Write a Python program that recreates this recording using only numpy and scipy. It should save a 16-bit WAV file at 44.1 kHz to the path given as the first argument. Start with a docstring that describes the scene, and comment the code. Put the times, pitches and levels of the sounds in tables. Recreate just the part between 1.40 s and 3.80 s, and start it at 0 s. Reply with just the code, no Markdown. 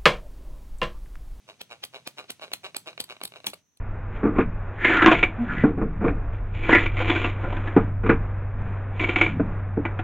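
"""A knife shaves curls off a wooden stick, about four strokes a second, on a forest floor close to
a stereo microphone. Drawn back, the blade sticks and slips in a run of knocks; pushed forward, it
bites, scrapes and ends in a bright crack and a soft thud. The stick rumbles faintly against the
ground. Ground and trees return short reflections; behind lie still air and a thin hiss of far insects."""
import sys
import numpy as np
from scipy import signal
from scipy.fft import rfft, irfft, next_fast_len
from scipy.io import wavfile
from scipy.ndimage import uniform_filter1d

SR = 44100
rng = np.random.default_rng(int(sys.argv[2]) if len(sys.argv) > 2 else 0)


def unload_audio(sound):
    """Save the sound as a 16-bit wav file, at the path given as the first command line argument."""
    columns = np.transpose(np.atleast_2d(sound))
    # keep every value between -1 and 1, then stretch to whole-number steps
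    steps = np.round(np.clip(columns, -1, 1) * 32767)
    wavfile.write(sys.argv[1], SR, steps.astype(np.int16))


N = 105840
T = np.arange(N) / SR
GRAIN_WIDTH = 0.22  # side over mid: the blade's noise sits near the centre

# The blade is drawn back. Each row: first full slip in seconds, slip rate in Hz,
# time at full pressure in seconds, relative level in dB.
DRAGS = [(0.089, 104, 0.015, -39.5), (0.3121, 119, 0.016, -37), (0.5447, 133, 0.022, -37),
         (0.7835, 147, 0.017, -33.5), (1.0212, 160, 0.022, -35), (1.2442, 188, 0.021, -34.5),
         (1.4731, 158, 0.015, -34), (1.6990, 122.4, .025, -36), (1.9594, 154, 0.0095, -40.5)]


def from_db(db):
    """Decibels to gain."""
    return 10 ** (np.asarray(db) / 20)


def at_hz(points, hz):
    """Read a table on a log-frequency axis."""
    f, value = np.transpose(points)
    return np.interp(np.log(hz + 1), np.log(f), value)


def colour(x, spectrum, size=4096):
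    """Causal filter with the spectrum's shape; white noise keeps its power."""
    gain = from_db(at_hz(spectrum, np.fft.rfftfreq(size, 1 / SR)))
    cepstrum = irfft(np.log(gain))
    cepstrum[1:size // 2] *= 2  # fold to minimum phase
    cepstrum[size // 2 + 1:] = 0
    response = irfft(np.exp(rfft(cepstrum)))
    response /= np.linalg.norm(response)
    return signal.fftconvolve(np.atleast_2d(x), response[None], axes=1)[:, :N]


def stereo_noise(width, size=N):
    """White noise, alike on both sides but for a side share."""
    mid, side = rng.standard_normal((2, size))
    return (mid + width * side * np.array([[1], [-1]])) / np.hypot(1, width)


def envelope(peak_s, rise_s, hold_s, decay_s):
    """Exponential rise to the peak, a hold, an exponential decay."""
    return np.exp(np.minimum(T - peak_s, 0) / rise_s - np.maximum(T - peak_s - hold_s, 0) / decay_s)


def clicks(s, db):
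    """Single impulses at the given times."""
    x = np.zeros(N) + 1e-18
    x[np.clip((np.asarray(s) * SR).astype(int), 0, N - 1)] = from_db(db)
    return x


def resonate(x, hz, width):
    """One resonance with gain 1 at its peak."""
    r = np.exp(-np.pi * width / SR)
    poles = [1, -2 * r * np.cos(2 * np.pi * hz / SR), r * r]
    return signal.lfilter(np.array([1, 0, -1]) * (1 - r * r) / 2, poles, x)


def grains(spread_db, size=12):
    """Noise of tearing fibres: tiny clumps of uneven strength, rms 1."""
    clumps = uniform_filter1d(rng.standard_normal(N), size) * np.sqrt(size)
    x = stereo_noise(GRAIN_WIDTH) * from_db(spread_db * clumps)
    return x / x.std()


def forest_air():
    """Still air all around the microphone, with far insects hissing near 6 kHz."""
    # Each row: frequency in Hz, relative level in dB.
    spectrum = [(30, -21), (60, -1), (110, -2.5), (320, -8.5), (550, -14), (1400, -16), (4400, -21.5),
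                (5100, -31), (6000, -3), (7200, -26.5), (16000, -28)]
    return from_db(-72.5) * colour(stereo_noise(width=0.78), spectrum)


def stick_rumble(full_s=0.94, work_end_s=2.186):
    """The stick shifts against the ground until the work stops."""
    # Each row: frequency in Hz, relative level in dB.
    spectrum = [(30, -58.5), (60, -34.5), (100, 2.5), (170, 0.5), (260, -6.5), (600, -17.5), (1500, -18.5),
                (2700, -13.5), (5000, -18.5), (10000, -24.5), (16000, -47)]
    level = from_db(-63.5) * envelope(full_s, rise_s=3.6, hold_s=work_end_s - full_s, decay_s=0.024)
    return level * colour(stereo_noise(width=0.335), spectrum)


def rasp():
    """The edge rubs over the grain while it is drawn back."""
    # Each row: frequency in Hz, relative level in dB.
    spectrum = [(100, -49), (350, 7), (650, 11.5), (1700, 0), (2700, -7.5), (4200, 1), (6000, -1.5),
                (10000, -14.5), (13000, -13.5), (16000, -34)]
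    pressure = sum(from_db(db - 16) * envelope(s, rise_s=0.009, hold_s=hold, decay_s=0.02)
                   for s, _, hold, db in DRAGS)
    return colour(pressure * grains(spread_db=3), spectrum)


def slips(count=14):
    """Stick-slip as (seconds, dB): each drag builds, runs evenly under pressure, fades and stumbles."""
    rise_db_per_s, sag_db_per_s, release_db_per_s = 1200, 50, 380
    drop_db, spread_db, jitter_periods = 7, 0.8, 0.18
    rows = []
    for start, rate_hz, hold, db in DRAGS:
        timing, force = rng.standard_normal((2, count))
        t = (np.arange(count) - 2) / rate_hz  # two weak slips lead in
        late = np.maximum(t - hold, 0)
        loose = np.minimum(late * rate_hz, 1)
        level = db + rise_db_per_s * np.minimum(t, 0) - sag_db_per_s * np.clip(t, 0, hold)
        level -= release_db_per_s * late + drop_db * loose
        stumble = jitter_periods / rate_hz * np.cumsum(loose * timing)
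        rows += zip(start + t + stumble, level + spread_db * force)
    return rows


def knocks():
    """Every slip and tap strikes the stick's modes unevenly and throws off a puff of grit."""
    # Single touches of the blade. Each row: time in seconds, relative level in dB.
    taps = [(0.1772, -74), (0.404, -62), (0.8418, -46), (0.996, -44.5), (1.0798, -46), (1.1064, -55),
            (1.1172, -36), (1.3067, -54), (1.3467, -33), (1.5301, -46), (1.5781, -34.5), (1.7668, -44.5),
            (1.805, -48.5), (1.8144, -31), (1.9208, -42.5), (1.9382, -43), (2.0025, -45), (2.0355, -56),
            (2.0433, -35.5), (2.0497, -41.5), (2.0577, -45), (2.1339, -35.5), (2.1394, -40.5)]
    # The stick's modes. Each row: frequency in Hz, bandwidth in Hz, relative level in dB.
    modes = [(401, 68, -9), (514, 91, -2), (619.7, 83, 4), (1124, 126, -1), (1458, 310, -3.5),
             (2260, 93, 1.5), (2448, 45, -5.5), (2781, 127, 4.5), (3900, 124, 3.5), (4950, 460, -20.5)]
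    # Each row: frequency in Hz, relative level in dB.
    grit_spectrum = [(100, -25), (400, 10), (900, -7.5), (1800, -7.5), (2800, -4.5), (4200, 5),
                     (6000, -14.5), (10000, -44), (16000, -40.5)]
    strike_db, spread_db, spread_s = 30.5, 1.5, 0.00015
    grit_db, grit_decay_s = -4, 0.0012
    s, db = np.transpose(slips() + taps)
    rings = 0
    for k, (hz, width, mode_db) in enumerate(modes):
        timing, force = rng.standard_normal((2, len(s)))
        hits = clicks(s + spread_s * timing, db + mode_db + strike_db + spread_db * force)
        polarity = (-1) ** (k // 3)
        rings += polarity * resonate(hits, hz, width)
    puffs = signal.lfilter([1], [1, -np.exp(-1 / (grit_decay_s * SR))], clicks(s, db + grit_db))
    return rings + colour(puffs * stereo_noise(GRAIN_WIDTH), grit_spectrum)


def cuts():
    """The bite swells until the shaving splits and peels away; the stick thuds and more fibres snap."""
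    # Forward strokes. Each row: split in seconds, then bite, crack, splinter, peel and thud in dB.
    strokes = [(0.214, -36, -35.5, -41, -49, -68), (0.4376, -37.5, -28.5, -61, -43, -82),
               (0.6736, -33.5, -30.5, -34.5, -44, -63), (0.904, -32.5, -40, -33, -44.5, -59.5),
               (1.1342, -40.5, -24.5, -31, -37.5, -58.5), (1.3659, -36, -37.5, -24, -45, -63.5),
               (1.6023, -39, -29.5, -26.5, -42.5, -52), (1.8351, -41.5, -33.5, -31, -43, -51),
               (2.0667, -50, -36.5, -25.5, -29.5, -48)]
    # Fibres giving way after a cut. Each row: time in seconds, level in dB.
    fibre_snaps = [(0.224, -62), (0.4498, -38), (0.687, -54), (.917, -44), (1.146, -45), (1.38, -47),
                   (1.611, -36.5), (1.6404, -38), (1.8517, -28.5), (1.876, -43.5), (2.073, -58.5),
                   (2.079, -58), (2.083, -65), (2.1, -41), (2.136, -43.5), (2.141, -48.5), (2.372, -58)]
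    # The five spectra of a cut. Each row: frequency in Hz, relative level in dB.
    bite_spectrum = [(100, -11), (300, 9.5), (700, 8), (1600, 3), (2500, 8), (4200, 9.5), (6000, -1),
                     (10000, -22), (16000, -32.5)]
    crack_spectrum = [(100, -5.5), (350, -4), (700, 4.5), (900, -7.5), (1200, -1.5), (1700, -7),
                      (2400, -0.5), (3300, 6), (4500, -0.5), (5600, -11.5), (8000, -22.5), (16000, -11.5)]
    splinter_spectrum = [(300, 2), (2000, -3), (4300, 15.5), (5500, -0.5), (6700, -10.5), (7600, 10),
                         (8500, 4.5), (10000, 7.5), (12000, 8.5), (15500, -7.5)]
    peel_spectrum = [(100, -15.5), (350, 0), (800, -5), (1600, -5.5), (2500, 3), (3300, 0), (4300, -18),
                     (6000, 1.5), (8000, -10.5), (11000, -2), (16000, -14)]
    thud_spectrum = [(30, -27), (60, -8), (110, 1.5), (170, 5.5), (290, -13), (450, -19), (1000, -1.5),
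                     (4000, -70.5)]
    bite = crack = splinter = peel = thud = 0
    for s, bite_db, crack_db, splinter_db, peel_db, thud_db in strokes:
        bite += from_db(bite_db) * envelope(s, rise_s=0.0062, hold_s=0, decay_s=0.0022)
        split = envelope(s, rise_s=0.0005, hold_s=0.0029, decay_s=0.0009)
        crack += from_db(crack_db) * split
        splinter += from_db(splinter_db) * split
        peel += from_db(peel_db) * envelope(s, rise_s=0.0023, hold_s=0.0027, decay_s=0.011)
        thud += from_db(thud_db) * envelope(s, rise_s=0.0058, hold_s=0.01, decay_s=0.016)
    snaps = sum(from_db(db) * envelope(s, rise_s=0.0014, hold_s=0.0024, decay_s=0.0022)
                for s, db in fibre_snaps)
    return (colour(bite * grains(spread_db=3), bite_spectrum)
            + colour(peel * grains(spread_db=3), peel_spectrum)
            + colour((crack + from_db(-13) * snaps) * grains(spread_db=0.8), crack_spectrum)
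            + colour((splinter + snaps) * grains(spread_db=0.8), splinter_spectrum)
            + colour(thud * rng.standard_normal(N), thud_spectrum))


def breakaway(at_s=2.069, strike_db=7.5):
    """The last shaving lets go and the stick rings with a hollow knock."""
    # Each row: frequency in Hz, bandwidth in Hz, relative level in dB.
    modes = [(204, 20, 3.5), (292, 15, 3), (877, 67, -2.5), (3380, 170, 8.5)]
    return sum(resonate(clicks(at_s, strike_db + db), hz, width) for hz, width, db in modes)


def reflections(x, db, t60_s, build_s=0.0078):
    """Diffuse reflections, a little different on each side of the microphone."""
    t = T[:SR // 2]
    tail = stereo_noise(width=0.35, size=len(t)) * from_db(-60 * t / t60_s) * (1 - np.exp(-t / build_s))
    tail *= from_db(db) / np.linalg.norm(tail, axis=1, keepdims=True)
    return signal.fftconvolve(x, tail, axes=1)[:, :N]


def microphone(x):
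    """The knife reaches the right port first, and the housing colours each side."""
    # Each row: frequency in Hz, level of right over left in dB.
    right_louder = [(200, -1.5), (600, 2), (1400, 2.5), (2100, -2), (2450, 15.5), (2900, -7), (4500, -1),
                    (6000, 0), (7600, -5.5), (9500, 10.5), (12000, 4.5), (15000, 5.5)]
    # Each row: frequency in Hz, delay at the left port in seconds.
    left_lag = [(1000, .00012), (3000, 0.00014), (4300, .00015), (6000, 0.00011), (7500, 0.00012),
                (12000, 0.00013)]
    size = next_fast_len(N + SR // 10)
    hz = np.fft.rfftfreq(size, 1 / SR)
    tilt = from_db(at_hz(right_louder, hz) / 2)
    delay = np.exp(-2j * np.pi * hz * at_hz(left_lag, hz))
    return irfft(rfft(x, size) * np.array([delay / tilt, tilt]), size)[:, :N]


def scene():
    """Knife and stick up close, ground and trees around them, forest air behind."""
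    knife = knocks() + rasp() + cuts() + breakaway()
    ground = reflections(knife, db=-16, t60_s=0.08)
    trees = reflections(knife, db=-17, t60_s=0.18)
    return microphone(knife + ground + trees) + stick_rumble() + forest_air()


def record(dry, low_cut_hz=69, high_cut_hz=16300):
    """The recorder rolls off the deep bass and cuts the top steeply."""
    low_cut = signal.butter(2, low_cut_hz, "high", fs=SR, output="sos")
    high_cut = signal.ellip(10, 0.1, 80, high_cut_hz, fs=SR, output="sos")
    return signal.sosfilt(high_cut, signal.sosfilt(low_cut, dry))


dry = scene()
out = record(dry)
unload_audio(out)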